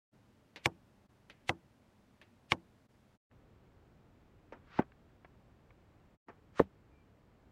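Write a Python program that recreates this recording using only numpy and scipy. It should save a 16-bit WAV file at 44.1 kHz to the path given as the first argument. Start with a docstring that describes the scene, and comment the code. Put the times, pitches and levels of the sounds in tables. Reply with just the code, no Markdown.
"""Hillside archery practice

Three outdoor scenes heard from beside the targets, over faint shaped-noise air and one far sine whistle.
Each distant bow snaps in bursts of filtered noise, then vane hiss swells as one over the distance.
Arrows land as damped modes of face, shaft and body with a tear and a diffuse tail: three cracks in a
paper-faced board, then hollow thuds in a foam deer and a foam caribou. A few dry noise ticks between."""
import sys
import numpy as np
from scipy import signal
from scipy.fft import rfft, irfft
from scipy.io import wavfile

SR = 44100
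rng = np.random.default_rng(int(sys.argv[2]) if len(sys.argv) > 2 else 0)


def unload_audio(sound):
    """Save the sound as a 16-bit wav file, at the path given as the first command line argument."""
    columns = np.transpose(np.atleast_2d(sound))
    # keep every value between -1 and 1, then stretch to whole-number steps
    steps = np.round(np.clip(columns, -1, 1) * 32767)
    wavfile.write(sys.argv[1], SR, steps.astype(np.int16))


N = 331191
TIME = np.arange(N) / SR
AGE = TIME[:SR // 2]   # time since the start of one short sound

# Outdoor air around the board and around the foam animals: pitch_hz, relative density_db (per Hz)
BOARD_AIR = [(15, -36.5), (25, -6.5), (44, -7), (101, -3), (133, -0.5), (164, -11.5), (198, -1), (410, -13),
             (552, -14), (598, -11), (666, -16.5), (871, -16), (1170, -20.5), (1300, -20.5), (15500, -44)]
SLOPE_AIR = [(15, -19.5), (25, -6), (69, -0.5), (116, -2), (209, -7.5), (297, -9), (741, -17.5),
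             (1200, -22), (1950, -27), (2420, -29.5), (3000, -32.5), (6210, -43), (7500, -43),
             (10100, -50.5), (15500, -47.5)]
# The air of each scene: start_s, end_s, level_db
BOARD_SCENE, DEER_SCENE, CARIBOU_SCENE = (0.11, 3.182, -66.5), (3.291, 6.176, -63.5), (6.258, 7.6, -64)
# Brief level dips in the board scene's background, all of one depth and width
DIPS_S, DIP_DB, DIP_WIDTH_S = [1.080, 1.5, 2.879], -19, 0.01

# Bow releases: start_s, level_db, string_slap_db (against the release), place
RELEASES = [(0.5600, -40.5, -1.5, "board"), (1.2983, -45.5, 1, "board"), (2.2144, -49.5, -2.5, "board"),
            (4.5230, -43.5, -0.5, "slope"), (6.2840, -45.5, -1.5, "slope")]
# The bow as heard from each place: centre_hz, treble_edge_hz (for a release at BOW_USUAL_DB), t60_s,
# limb_thump_db, cable_sizzle_db (both against the release)
BOW_COLOUR = {"board": (2350, 4500, 0.068, -13, -24), "slope": (1150, 2200, 0.087, -4, -45)}
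# A louder release is brighter: its treble edge rises an octave per BOW_DB_PER_OCTAVE
BOW_USUAL_DB, BOW_DB_PER_OCTAVE = -45, 24

# The arrow's approach to each target: nearing_s, vane_hiss_centre_hz
APPROACH = {"board": (0.005, 2750), "deer": (0.029, 1400), "caribou": (0.011, 1390)}
# Vane hiss on landing for a nearing time of CLOSE_S; each doubling of that time makes it fainter and duller
CLOSE_S, VANE_DB, VANE_EDGE_HZ = 0.005, -39.5, 11000
VANE_LOSS_DB, VANE_LOSS_OCTAVES = 3.8, 0.45
VANE_REACH = 3.3   # the hiss emerges this many nearing times before the landing

# Landings: start_s, target, face_db, face_pitch_ratio, body_db, shaft_ping_db, tear_db, tear_t60_s
# (face, body and ping levels are added to those of the modes)
ARROWS = [(0.6585, "board", 1, 0.99, -1, 4, -22, 0.01), (1.494, "board", -2.5, 0.9, -1.5, -12, -33, 0.006),
          (2.5199, "board", 3, 1.0, -1.5, -1, -30, 0.036), (4.7894, "deer", 3.5, 1.0, 0.5, -19, -50, 0.061),
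          (6.5953, "caribou", -2, 1.0, 0.5, -21, -52, 0.08)]
# How each target yields: bite_s, shaft_stopping_s, rebound_delay_s, scatter_db (against the landing's body_db)
GIVE = {"board": (0.00015, 0.0026, 0.0084, -31.5), "deer": (0.002, 0.00465, 0.005, -29.5),
        "caribou": (0.00043, 0.0058, 0.0109, -30.5)}
# Face modes, rung as the point breaks through: pitch_hz (before the landing's ratio),
# level_db (before a random spread), t60_s
BOARD_FACE = [(883, -29, 0.037), (1120, -22.5, 0.022), (1450, -25, .01), (1800, -21.5, .009),
              (2270, -11, 0.008), (2852, -20.5, 0.011), (3290, -21.5, .007), (5300, -35.5, 0.0055)]
DEER_FACE = [(737, -29.5, 0.052), (862, -11, 0.015), (1010, -29, 0.012), (1520, -31, 0.025),
             (1936, -30, 0.016), (2770, -31, 0.0084)]
CARIBOU_FACE = [(612, -18, 0.013), (880, -25, 0.055), (1097, -17, 0.02), (1237, -23, 0.033),
                (1795, -23.5, 0.025), (2800, -34.5, 0.017), (3830, -41.5, 0.035)]
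FACES = {"board": BOARD_FACE, "deer": DEER_FACE, "caribou": CARIBOU_FACE}
# The thin ping of point and shaft: pitch_hz, level_db (before a random spread), t60_s
SHAFT = [(5270, -43, 0.03), (5860, -45, 0.027), (8050, -48, 0.028), (10730, -55, 0.04), (12500, -52, 0.028),
         (13000, -53, 0.025)]
# Body modes, rung as the shaft is stopped: pitch_hz (before BODY_PITCH), level_db (before a random spread), t60_s
BODIES = { "board": [(94, -39, .15), (139, -23.5, 0.031), (182.35, -44.5, 0.35), (259, -30, .06),
          (328.5, -35, 0.13), (344, -41, 0.21), (528, -33, .06), (569, -34, .04), (702.4, -34, .035),
          (824, -42, .055), (958, -41.5, .08)], "deer": [(149.6, -50.5, .08), (246.4, -21.5, 0.034),
          (300, -16.5, 0.033), (364, -19, 0.0249), (491, -24, 0.036)], "caribou": [(88, -33.5, 0.1),
          (181.7, -31.5, 0.099), (198, -36.5, 0.17), (304, -20.5, 0.037), (349, -24, 0.043),
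          (439, -5, 0.016), (490, -18.5, 0.025)]}
BODY_PITCH, REBOUND_DB = 0.97, -12   # pitch ratio; rebound level against the body's first thud
# Sound scattered by frame, ground and brush: pitch_hz, relative density_db (per Hz), t60_s
BOARD_SCATTER = [(70, -11, .17), (140, -3.5, 0.23), (400, -2.5, .12), (865, 0, 0.11), (1500, -5, .045),
                 (3000, -6.5, 0.025), (5500, -19, 0.036), (8000, -27, 0.06), (15000, -38, .04)]
DEER_SCATTER = [(70, -4.5, 0.11), (200, 2.5, .11), (500, 3.5, 0.083), (900, 1, 0.075), (1590, -9, 0.12),
                (2930, -20, 0.063), (4940, -37.5, 0.029), (8000, -44, 0.037), (14950, -43.5, 0.073)]
CARIBOU_SCATTER = [(70, -13, 0.19), (200, 2, 0.12), (500, 5.5, 0.082), (1000, -3.5, 0.074),
                   (1800, -8, 0.077), (2980, -20.5, 0.084), (4970, -33, 0.13), (8000, -35, 0.073),
                   (14900, -36, 0.081)]
SCATTER = {"board": BOARD_SCATTER, "deer": DEER_SCATTER, "caribou": CARIBOU_SCATTER}
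# A tear no longer than QUICK_TEAR_S is centred on TEAR_HZ; slower ones are duller by this power of their length
TEAR_HZ, QUICK_TEAR_S, TEAR_DULLING = 5400, 0.01, 0.8

# Small dry ticks: start_s, level_db, centre_hz, t60_s
TICKS = [(3.313, -57.5, 986, 0.012), (4.8200, -43, 1200, 0.02), (4.9195, -54.5, 1620, 0.016),
         (5.2465, -50, 870, 0.042), (5.7055, -56, 1150, 0.028)]
TICK_EDGE_HZ = 2550

# One far bird whistle: start_s, final_pitch_hz, level_db
BIRD = (6.91, 2344, -78)
# It starts high and settles, with a fade at both ends
BIRD_SAG_HZ, BIRD_SAG_S, BIRD_FADE_S, BIRD_LENGTH_S = 115, 0.025, 0.014, 0.13

CUTOFF_HZ = 15750


def from_db(db):
    """Decibels to gain."""
    return 10 ** (np.asarray(db) / 20)


def rms_one(x):
    """Scale to rms 1."""
    return x / np.sqrt(np.mean(x ** 2) + 1e-20)


def at_hz(points, hz):
    """Read a table on a log-frequency axis."""
    known_hz, values = np.transpose(points)
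    return np.interp(np.log(np.maximum(hz, 1)), np.log(known_hz), values)


def add(out, s, sound):
    """Mix a sound in from time s on."""
    start = int(round(s * SR))
    out[start:start + len(sound)] += sound[:N - start]


def noise(gain_at, size):
    """Noise of rms 1 whose colour is a function of frequency."""
    hz = np.fft.rfftfreq(size, 1 / SR)
    spectrum = rfft(rng.standard_normal(size))
    return rms_one(irfft(spectrum * gain_at(hz), size))


def fade(t60):
    """Exponential decay, 60 dB in t60."""
    return np.exp(-np.log(1000) * AGE / t60)


def onset(rise_s):
    """Exponential approach to full level."""
    return 1 - np.exp(-AGE / rise_s)


def burst(envelope, centre_hz, q, top_hz):
    """A puff of noise through one broad resonance, its treble absorbed on the way; the envelope sets its rms."""
    resonance = np.concatenate(signal.iirpeak(centre_hz, q, fs=SR))
    absorption = signal.butter(4, top_hz, fs=SR, output="sos")
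    chain = np.vstack([resonance, absorption])
    # the energy of the impulse response tells how much the filters change the noise level
    gain = np.linalg.norm(signal.sosfilt(chain, signal.unit_impulse(SR // 20)))
    return signal.sosfilt(chain, envelope * rng.standard_normal(len(envelope))) / gain


def air(span, spectrum):
    """Soft, even outdoor rush that fades quickly at the ends of its scene."""
    start, end, db = span
    edges = np.clip(np.minimum(TIME - start, end - TIME) / 0.028, 0, 1) ** 2
    return edges * from_db(db) * noise(lambda hz: from_db(at_hz(spectrum, hz)), N)


def background():
    """The air of the three scenes, with brief level dips in the first."""
    dips_db = DIP_DB * sum(np.exp(-((TIME - s) / DIP_WIDTH_S) ** 2) for s in DIPS_S)
    board = from_db(dips_db) * air(BOARD_SCENE, BOARD_AIR)
    return board + air(DEER_SCENE, SLOPE_AIR) + air(CARIBOU_SCENE, SLOPE_AIR)


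def bows():
    """The string slaps home, limbs knock, cables buzz, and the hillside returns a faint wash."""
    out = np.zeros(N)
    for s, db, slap_db, place in RELEASES:
        hz, edge_hz, t60, limb_db, sizzle_db = BOW_COLOUR[place]
        top_hz = edge_hz * 2 ** ((db - BOW_USUAL_DB) / BOW_DB_PER_OCTAVE)
        slap = from_db(slap_db) * fade(0.014)
        slap_and_buzz = np.hypot(slap, fade(t60) * onset(0.007))
        buzz = burst(slap_and_buzz, hz, q=1.35, top_hz=top_hz)
        rattle = from_db(-22) * burst(fade(0.052) * onset(0.0037), centre_hz=5300, q=3.0, top_hz=6760)
        sizzle = from_db(sizzle_db) * burst(fade(0.042), centre_hz=8000, q=0.63, top_hz=13000)
        thump = burst(fade(0.14), centre_hz=380, q=0.92, top_hz=1200)
        knock = burst(slap, centre_hz=750, q=1.0, top_hz=1680)
        limbs = from_db(limb_db) * (thump + knock)
        wash = from_db(-24) * burst(fade(0.5), hz, q=1.8, top_hz=2720)
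        add(out, s, from_db(db) * (buzz + rattle + sizzle + limbs + wash))
    return out


def flights():
    """Vane hiss flutters, swells as one over the distance and stops when the arrow lands."""
    out = np.zeros(N)
    for s, target, *_ in ARROWS:
        nearing, centre_hz = APPROACH[target]
        doublings = np.log2(nearing / CLOSE_S)
        # shaped backwards from the landing, then reversed
        distance = 1 + AGE / nearing
        emerging = 1 / (1 + (AGE / (VANE_REACH * nearing)) ** 4)
        flutter_db = 1.1 * noise(lambda hz: 1 / (1 + (hz / 70) ** 2), len(AGE))
        swell = (from_db(flutter_db) * emerging / distance)[::-1]
        top_hz = VANE_EDGE_HZ / 2 ** (VANE_LOSS_OCTAVES * doublings)
        hiss = burst(swell, centre_hz, q=1.9, top_hz=top_hz)
        add(out, s - len(AGE) / SR, from_db(VANE_DB - VANE_LOSS_DB * doublings) * hiss)
    return out


def ring(modes, pitch, spread_db):
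    """Damped modes, pitch scaled by a ratio; each strength is drawn with a small random spread in dB."""
    out = np.zeros(len(AGE))
    for hz, db, t60 in modes:
        strength = from_db(db + spread_db * rng.standard_normal())
        out += strength * np.sin(2 * np.pi * pitch * hz * AGE) * fade(t60)
    return out


def scatter(table):
    """A diffuse tail in overlapping octave bands, each with its own decay."""
    spectrum, decays = np.array(table)[:, :2], np.array(table)[:, ::2]
    tail = rfft(noise(lambda hz: from_db(at_hz(spectrum, hz)), len(AGE)))
    octave = np.log2(np.maximum(np.fft.rfftfreq(len(AGE), 1 / SR), 1))
    out = np.zeros(len(AGE))
    for centre in range(6, 15):   # band centres of 64 Hz to 16 kHz
        band = irfft(tail * np.maximum(1 - abs(octave - centre), 0), len(AGE))
        out += band * fade(at_hz(decays, 2 ** centre))
    return out * onset(0.0012)


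def impacts():
    """The point tears the face; a moment later the target stops the shaft, and the body is shoved and rebounds."""
    out = np.zeros(N)
    for s, target, face_db, pitch, body_db, ping_db, tear_db, tear_t60 in ARROWS:
        bite, stopping, rebound, scatter_db = GIVE[target]
        # taut paper answers at once, a foam skin gives way first
        face = from_db(face_db) * ring(FACES[target], pitch, spread_db=1.8)
        ping = from_db(ping_db) * ring(SHAFT, 1, spread_db=1.5)
        crack = (face + ping) * onset(bite)
        tear_hz = TEAR_HZ * min(QUICK_TEAR_S / tear_t60, 1) ** TEAR_DULLING
        tearing = from_db(tear_db) * burst(fade(tear_t60), tear_hz, q=1.6, top_hz=7500)
        tail = from_db(body_db + scatter_db) * scatter(SCATTER[target])
        thud = from_db(body_db) * ring(BODIES[target], BODY_PITCH, spread_db=0.97) * onset(0.0009)
        add(out, s, crack + tearing + tail)
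        add(out, s + stopping, -thud)
        add(out, s + stopping + rebound, -from_db(REBOUND_DB) * thud)
    # the deep bass of all landings is thinned
    return signal.sosfilt(signal.butter(2, 75, "high", fs=SR, output="sos"), out)


def ticks():
    """Short dry snaps: quickly fading noise through a broad resonance."""
    out = np.zeros(N)
    for s, db, hz, t60 in TICKS:
        add(out, s, from_db(db) * burst(fade(t60), hz, q=1.0, top_hz=TICK_EDGE_HZ))
    return out


def bird():
    """A thin sine whistle that sags in pitch."""
    out = np.zeros(N)
    s, final_hz, db = BIRD
    hz = final_hz + BIRD_SAG_HZ * np.exp(-AGE / BIRD_SAG_S)
    envelope = np.clip(np.minimum(AGE, BIRD_LENGTH_S - AGE) / BIRD_FADE_S, 0, 1)
    add(out, s, from_db(db) * envelope * np.sin(2 * np.pi * np.cumsum(hz) / SR))
    return out


def scene():
    """Shots and small sounds over the air of the three scenes."""
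    return (background() + bows() + flights() + impacts() + ticks() + bird())[None]


def record(dry):
    """The microphone sheds the deepest bass; the top is cut."""
    thinned = signal.sosfilt(signal.butter(1, 18, "high", fs=SR, output="sos"), dry)
    return signal.sosfilt(signal.ellip(10, 0.1, 80, CUTOFF_HZ, fs=SR, output="sos"), thinned)


dry = scene()
out = record(dry)
unload_audio(out)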